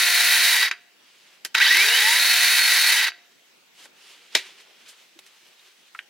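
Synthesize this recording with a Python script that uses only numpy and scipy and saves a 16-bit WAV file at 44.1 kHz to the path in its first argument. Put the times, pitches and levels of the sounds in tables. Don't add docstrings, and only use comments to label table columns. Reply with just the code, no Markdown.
import sys
import numpy as np
from scipy import signal
from scipy.io import wavfile
from scipy.ndimage import uniform_filter1d

SR = 44100
rng = np.random.default_rng(int(sys.argv[2]) if len(sys.argv) > 2 else 0)


def gain_from_db(level_db):
    decades = np.asarray(level_db, float) / 20
    return 10 ** decades


def to_wav(sig):
    pcm = np.clip(np.atleast_2d(sig), -1, 1) * 32767
    pcm = np.round(pcm).astype(np.int16)
    wavfile.write(sys.argv[1], SR, pcm.T)


N = 268569
T = np.arange(N) / SR
GEAR_TEETH, SPROCKET_TEETH = 73, 6


def evened(x):
    return x / np.sqrt(np.mean(x ** 2) + 1e-20)


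def read(points, hz):
    f, value = np.transpose(points)
    return np.interp(np.log(hz + 1), np.log(f + 1), value)


def band(x, lo_hz, hi_hz, order=2):
    return signal.sosfilt(signal.butter(order, [lo_hz, min(hi_hz, .49 * SR)], "band", fs=SR, output="sos"), x)


def coloured(x, db_of):
    hz = abs(np.fft.fftfreq(8192, 1 / SR))
    log_gain = np.log(gain_from_db(np.maximum(db_of(hz), -100)))
    taps = np.fft.ifft(np.exp(np.conj(signal.hilbert(log_gain)))).real[:4096]
    return signal.oaconvolve(x, taps)[:len(x)]


def ring(x, hz, t60):
    r = np.exp(-np.log(1000) / (t60 * SR))
    return 2 * signal.lfilter([1 - r], [1, -r * np.exp(2j * np.pi * hz / SR)], x).real


def drift(span_s):
    size = max(round(span_s * SR), 1)
    return evened(uniform_filter1d(uniform_filter1d(rng.standard_normal(N), size), size))


def grains(per_s, spread_db):
    size = gain_from_db(spread_db * np.minimum(rng.exponential(1, N), 4)) * rng.choice([-1, 1], N)
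    return evened(size * (rng.random(N) < per_s / SR))


# frequency in Hz, width in Hz, height in dB.
RINGS = [(448, 26, 8), (900, 20, 7.5), (1582, 160, 7), (1950, 83, 8), (2240, 140, 2.5), (2600, 18, 7),
         (3080, 28, 7), (3835, 280, 10), (4564, 130, 6), (5990, 32, 6.5), (10090, 830, 6)]


def humps_db(hz):
    return sum(db / (1 + (2 * (hz - f) / w) ** 2) for f, w, db in RINGS)


# frequency in Hz, density in dB per Hz.
BODY = [(24, -60), (40, -39.5), (262, -40), (354, -32.5), (630, -26.5), (697, -27), (896, -17), (1240, -15),
        (1950, -0.5), (3300, -5.5), (4460, -5), (5440, -6.5), (7930, -13), (10200, -13), (16000, -14.5)]


def body_db(hz):
    return read(BODY, hz) + humps_db(hz)


# trigger pulled in s, let go in s, full gear mesh in Hz, braking time in s.
RUNS = [
    (-1.0, .53, 4286, .183),
    (1.546, 2.93, 4310, .186),
]
# time after the trigger in s, share of full speed.
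RUN_UP = [(0, .035), (.04, .143), (.064, .18), (.126, .371), (.154, .426), (.264, .535), (.648, .974),
          (.722, 1), (1.05, 1.0)]


def motion():
    mesh_hz, lost_hz, held_s, run = np.zeros((4, N))
    for k, (pulled, freed, full_hz, brake_s) in enumerate(RUNS):
        on = (T >= pulled) & (T < freed + brake_s)
        lost = full_hz * np.clip((T - freed) / brake_s, 0, 1)
        speed = full_hz * np.interp(T - pulled, *np.transpose(RUN_UP))
        held = np.clip(T - pulled - RUN_UP[-3][0], 0, .8)
        mesh_hz[on] = (speed - lost)[on]
        lost_hz[on], held_s[on], run[on] = lost[on], held[on], k
    return mesh_hz, lost_hz, held_s, run.astype(int)


# gear mesh in Hz, whine level in dB.
GEAR_CASE = [(150, -50), (1160, -34), (1700, -27), (2050, -32), (2300, -19), (2560, -38), (2980, -22),
             (3480, -39), (4250, -26)]
# gear mesh in Hz, level in dB.
UPPER = [(520, -40), (760, -21), (1750, -21), (2050, -36), (2500, -42)]
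# one run's change of whine, rattle and hiss in dB.
WARM_DB = [(-1, .5, .8), (2.0, 0, 0)]
# rattle, hiss and knock slopes in dB per octave of speed.
SLACK_DB_PER_OCTAVE = [2.5, 2.5, 1.5]
UNLOAD_DB = np.array([-5.5, 0])
COAST_DB, COAST_HZ = -24.5, 1800
UPPER_BRAKED_DB = -18.5
LOAD_DB, LOAD_DB_PER_OCTAVE, SETTLE_DB_PER_S = 4, -1.5, -5
RATTLE_DB, HISS_DB, KNOCK_DB, HISS_DB_PER_OCTAVE = -17.5, -23.5, -35.5, 3.5
HALT_HZ, HALT_DB = 800, -25


def efforts(mesh_hz, lost_hz, held_s, run):
    octaves = np.log2(np.clip(mesh_hz / RUNS[0][2], 1e-3, 1))
    braking = lost_hz > 0
    halt_db = HALT_DB * braking * np.clip(1 - mesh_hz / HALT_HZ, 0, 1) ** 2 - 120 * (mesh_hz <= 0)
    whine_run, rattle_run, hiss_run = np.transpose(WARM_DB)[:, run]
    coast_db = COAST_DB * np.clip(lost_hz / 250, 0, 1) * np.clip(1.1 - lost_hz / COAST_HZ, .5, 1)
    whine_db = read(GEAR_CASE, mesh_hz) + whine_run * (held_s > 0) + coast_db + halt_db
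    upper_db = read(UPPER, mesh_hz) + UPPER_BRAKED_DB * braking + halt_db - whine_db
    unload_db = (5.0 * octaves + np.array(UNLOAD_DB)[run]) * braking
    load_db = LOAD_DB + LOAD_DB_PER_OCTAVE * octaves + SETTLE_DB_PER_S * held_s * run + unload_db + halt_db
    rattle, hiss, knock = (slack * octaves * braking + halt_db for slack in SLACK_DB_PER_OCTAVE)
    rattle_db = RATTLE_DB + rattle_run + rattle
    hiss_db = HISS_DB + hiss_run + HISS_DB_PER_OCTAVE * octaves + hiss
    knock_db = KNOCK_DB + knock + 1.7 * drift(0.0084)
    return whine_db, upper_db, load_db, rattle_db, hiss_db, knock_db


# multiple of the gear mesh rate, level in dB.
MESH = [(2, 0), (3, -3), (4, -11)]


def gear_whine(turns, mesh_hz, whine_db, upper_db):
    phase = 2 * np.pi * GEAR_TEETH * turns
    whine = np.cos(phase)
    for k, db in MESH:
        above = np.log2(np.maximum(k * mesh_hz / 2800, 1))
        whine += gain_from_db(db + upper_db - 6 * above + 3 * drift(.007)) * np.cos(k * phase)
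    unsteady_db = np.clip(6.5 - mesh_hz / 900, 2, 3.5)
    whine *= gain_from_db(whine_db + unsteady_db * drift(.008))
    return coloured(whine, lambda hz: 0.89 * body_db(hz) + 5.0)


# multiple of the sprocket tooth rate, level in dB.
TOOTH = [(1, -6), (5 / 3, -6), (2, -1), (13 / 6, -10), (3, 3), (4, -5), (5, -13), (6, -13)]
# frequency in Hz, gain in dB.
COVER = [(150, -85), (300, -63), (355, -54), (430, -50), (590, -55), (710, -53), (800, -53), (870, -42),
         (990, -43), (1060, -56), (1250, -52), (1415, -37), (1800, -28), (2200, -28)]


def tooth_tones(teeth, mesh_hz, load_db):
    tooth_hz = mesh_hz * SPROCKET_TEETH / GEAR_TEETH
    slow = np.log2(np.clip(mesh_hz / 2900, .05, 1))
    tones = np.zeros(N)
    for k, db in TOOTH:
        speed_db = 24.0 * slow * min(abs(k - 2), 1)
        level_db = db + speed_db + read(COVER, k * tooth_hz) + 1.8 * drift(0.037)
        tones += gain_from_db(level_db) * np.cos(2 * np.pi * k * teeth)
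    return gain_from_db(load_db + 3) * tones


def chain_noise(turns, teeth, mesh_hz, rattle_db, hiss_db, knock_db):
    worn = grains(9000, 3)[:1024].reshape(2, 512)
    one, other = (np.interp(turns % 1 * 512, np.arange(512), w, period=512) for w in worn)
    meeting = 1.2 * drift(.07)
    repeat = np.cos(meeting) * one + np.sin(meeting) * other
    seated = 0.59 + 0.57 * np.exp(-(teeth % 1) / 0.11)
    loose = seated * (rng.standard_normal(N) + 0.46 * grains(1500, 3.0))
    burst_db = 1.1 + np.clip(1 - mesh_hz / 4300, 0, 1)
    loose *= gain_from_db(burst_db * drift(.008) + .6 * drift(.04))
    drive = coloured(evened(loose) + 0.72 * band(repeat, 1100, 15000), body_db)
    running = rattle_db > -40
    chain = np.zeros(N)
    for lo_hz, hi_hz, db in [(1100, 6430, rattle_db), (5620, 23000, hiss_db), (30.24, 934, knock_db + 0.5)]:
        part = band(drive, lo_hz, hi_hz, order=3)
        chain += gain_from_db(db) * part / part[running].std()
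    return chain


# frequency in Hz, level in dB, 60 dB decay time in s.
BED = [(706, 2, .9), (1700, -12, .5), (4840, 0, .2), (4600, -6, .2)]


def saw():
    mesh_hz, *state = motion()
    whine_db, upper_db, load_db, *chain_db = efforts(mesh_hz, *state)
    turns = np.cumsum(mesh_hz * (1 + .0024 * drift(.012))) / SR / GEAR_TEETH
    teeth = SPROCKET_TEETH * turns
    direct = chain_noise(turns, teeth, mesh_hz, *chain_db)
    direct += gear_whine(turns, mesh_hz, whine_db, upper_db)
    direct += tooth_tones(teeth, mesh_hz, load_db)
    return direct + sum(gain_from_db(db) * ring(direct, hz, t60) for hz, db, t60 in BED)


# start in s, peak in dB, main ring in Hz, treble in dB, tail in dB.
CLICKS = [(.712, -10.5, 1676, -24, -11), (1.443, -43, 1700, -14, -4), (1.449, -20, 1950, 3, -6),
          (1.544, -28, 1690, -7, 1), (1.55, -5, 1800, -9.5, -20.5), (1.551, -15.5, 1950, -20.5, 19.5),
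          (3.119, -27, 1800, -26, -10), (3.856, -40, 1294, -10, -11), (4.35, -10, 1975, -11.5, -20),
          (4.351, -1, 2350, -8, -15), (4.352, -7, 4300, -11, -9), (.713, -23.5, 4080, -8, -14),
          (5.19, -32.5, 2600, -3, -1), (5.264, -43, 2240, 0, -9), (5.594, -51.5, 3700, -24, -16),
          (5.948, -31, 1350, -17, 4), (5.99, -19.5, 1820, -26, -15)]
BASS_DB = -30


def clicks():
    out, t = np.zeros(N + SR), np.arange(SR // 2) / SR
    noises = rng.standard_normal((len(CLICKS), len(t)))
    for (s, db, hz, treble_db, tail_db), noise in zip(CLICKS, noises):
        t60 = 0.03 + 0.13 * gain_from_db(db / 2)
        fall = gain_from_db(-60 * t / 0.0082) + gain_from_db(tail_db - 60 * t / t60)
        blow = noise * fall * np.minimum(t / 0.00022, 1)
        casing = coloured(blow, lambda f: 0.63 * humps_db(f))
        mid = band(casing, 0.76 * hz, 1.68 * hz, order=3) + 0.63 * ring(blow, hz, 0.048)
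        top = band(band(blow, min(1.9 * hz, 4200), 15000), 2000, 6500, order=1)
        low = band(blow, 270, 1100, order=3) + 1.7 * ring(blow, 380, .17)
        sound = sum(gain_from_db(g) * x / abs(x).max() for g, x in [(0, mid), (treble_db, top), (BASS_DB, low)])
        out[round(s * SR):][:len(t)] += gain_from_db(db + 1.5) * sound
    return out[:N]


# start in s, peak in dB, top in Hz, 60 dB decay time in s.
THUMPS = [
    (1.45, -39.5, 1100, 0.074),
    (3.855, -45, 1100, 0.064),
    (4.35, -21, 1100, 0.083),
    (5.153, -51, 340, .06),
    (5.19, -47, 1490, 0.035),
]


def thumps():
    out, t = np.zeros(N + SR), np.arange(SR // 2) / SR
    for (s, db, top_hz, t60), noise in zip(THUMPS, rng.standard_normal((len(THUMPS), len(t)))):
        blow = noise * gain_from_db(-60 * t / t60)
        low = band(blow, 270, top_hz, order=3) + 0.62 * ring(blow, 380, 0.51)
        out[round(s * SR):][:len(t)] += gain_from_db(db) * low / abs(low).max()
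    return out[:N]


# start in s, frequency in Hz, level in dB, 60 dB decay time in s.
LOCKS = [
    (.713, 4840, -43, .2),
    (.713, 10400, -57, .16),
    (3.105, 4600, -46, .12),
    (5.594, 3700, -45, .035),
]


def lock_rings():
    out, t = np.zeros(N + SR), np.arange(SR // 2) / SR
    for s, hz, db, t60 in LOCKS:
        out[round(s * SR):][:len(t)] += gain_from_db(db - 60 * t / t60) * np.sin(2 * np.pi * hz * t)
    return out[:N]


# peak time in s, swell in s, fade in s, rustle in dB, crisp part against it in dB.
STROKES = [(1.09, 0.074, 0.19, -60.5, -18), (1.25, 0.15, .2, -59, -9), (3.3, .08, 0.27, -66.5, -18),
           (3.83, 0.054, 0.039, -51.5, 0), (3.853, .02, 0.012, -62, 8), (4.06, 0.077, 0.13, -51.5, -7),
           (4.1, 0.056, 0.028, -63, 8), (4.25, 0.069, 0.068, -55, -11), (4.345, 0.032, 0.17, -45.5, -12),
           (4.47, 0.12, 0.015, -51, -7), (4.55, 0.027, 0.16, -53.5, -20), (4.61, .01, 0.017, -65, 7),
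           (4.86, 0.14, 0.028, -55.5, -11), (4.893, 0.011, 0.032, -60, 13), (5.0, 0.13, 0.13, -58, -5.5),
           (5.27, .01, 0.014, -64, 7), (5.38, 0.24, 0.25, -60.5, -6), (5.48, .015, .02, -72, 6),
           (5.67, 0.11, 0.094, -62, -4), (5.85, 0.14, .07, -62, -6), (5.97, 0.043, 0.072, -65, 4.5)]
# frequency in Hz, density in dB per Hz.
CLOTH = [(180, -53.5), (300, -18.5), (366, -4), (593, -11), (978, -7.5), (1060, -8.5), (3030, -2),
         (9550, -15), (16000, -28)]
STROKE_DROP_DB, DULL_DB = -8.5, -10


def sleeve():
    rustle, crisp = np.zeros((2, N))
    for s, swell_s, fade_s, db, crisp_db in STROKES:
        distance = (T - s) / np.where(T < s, swell_s, fade_s)
        power = gain_from_db(db + STROKE_DROP_DB * distance ** 2) ** 2
        rustle += power
        crisp += power * gain_from_db(crisp_db) ** 2
    levels = np.sqrt([rustle, crisp, rustle * gain_from_db(DULL_DB + 4.0 * drift(.02)) ** 2])
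    scratch = rng.standard_normal(N) + .5 * grains(900, 1.7)
    rub = coloured(scratch * gain_from_db(1.6 * drift(0.023)), lambda hz: read(CLOTH, hz))
    edges = [(1300, 6000), (5000, 16000), (250, 1700)]
    return sum(level * evened(band(rub, *edge, order=1)) for level, edge in zip(levels, edges))


# start in s, length in s, start pitch in Hz, end pitch in Hz, level in dB.
CHIRPS = [
    (1.05, .05, 10200, 10600, -76),
    (1.308, 0.091, 10440, 10000, -73),
]


def bird():
    out = np.zeros(N)
    for s, length, start_hz, end_hz, db in CHIRPS:
        t = np.arange(round(length * SR)) / SR
        out[round(s * SR):][:len(t)] += gain_from_db(db) * np.hanning(len(t)) * signal.chirp(t, start_hz, length, end_hz)
    return out


# frequency in Hz, side to mid in dB.
WIDTH = [(60, 2.5), (130, -3), (290, -10), (640, -13.5), (1410, -21), (3100, -11.5), (6820, -3),
         (15000, -5)]
# frequency in Hz, left to right in dB.
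LEAN = [(60, 0.0), (150, 0.23), (380, 1.0), (950, -0.64), (2380, -1.3), (5980, 0.16), (15000, 1)]


def surroundings(x):
    t = np.arange(SR // 2) / SR
    far = rng.standard_normal(len(t)) * gain_from_db(-60 * t / .5)
    x = x + gain_from_db(-22) * band(signal.oaconvolve(x, far / np.linalg.norm(far))[:N], 450, 5500)
    hz, _, z = signal.stft(x, SR, nperseg=256, noverlap=192)
    steps = 2.8 * rng.standard_normal(z.T.shape)
    wander = np.cumsum(steps, axis=0).T + rng.uniform(0, 2 * np.pi, (len(hz), 1))
    z = z * gain_from_db(read(WIDTH, hz) + 5.0)[:, None] * np.exp(1j * wander)
    side = signal.istft(z, SR, nperseg=256, noverlap=192)[1][:N]
    left = coloured(x, lambda hz: read(LEAN, hz) / 2) + side
    right = coloured(x, lambda hz: -read(LEAN, hz) / 2) - side
    return np.array([left, right])


# frequency in Hz, left-right likeness from 0 to 1.
AIR_SAME = [(60, 0.18), (180, 0.11), (550, 0.084), (1650, 0.16), (4970, 0.15), (15000, 0.13)]
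# frequency in Hz, density in dB per Hz.
AIR = [(18, -64.5), (30, -32), (145, -19.5), (188, -5), (286, -9), (318, -4), (955, -8), (1030, -9),
       (2870, -3.5), (6480, -11), (7990, -18), (15800, -18.5)]
AIR_DB, HUM_HZ, HUM_DB = -58, 7880, -79


def air():
    hz = np.fft.rfftfreq(1024, 1 / SR)
    a, b, c, d, patches = rng.standard_normal((N // 256 + 5, 513, 5)).T
    patches = evened(uniform_filter1d(uniform_filter1d(patches, size=12, axis=0), size=14, axis=1))
    same = np.clip(read(AIR_SAME, hz), -1, 1)[:, None]
    left = a + 1j * b
    right = same * left + np.sqrt(1 - same ** 2) * (c + 1j * d)
    z = np.array([left, right]) * gain_from_db(read(AIR, hz)[:, None] + 2.2 * patches)
    wash = evened(signal.istft(z, nperseg=1024, noverlap=768)[1][:, :N])
    return gain_from_db(AIR_DB) * wash + gain_from_db(HUM_DB + 1.2 * drift(0.033)) * np.sin(2 * np.pi * HUM_HZ * T)


def scene():
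    near = saw() + clicks() + thumps() + lock_rings() + sleeve() + bird()
    return surroundings(near) + air()


def low_pass(x):
    return signal.sosfilt(signal.butter(12, 16850, fs=SR, output="sos"), x)


def record(dry):
    edge = signal.firwin(511, 15930, window=("kaiser", 9), fs=SR)
    mix = signal.oaconvolve(np.clip(dry, -1, 1), edge[None], "same")
    return low_pass(mix)


dry = scene()
out = record(dry)
to_wav(out)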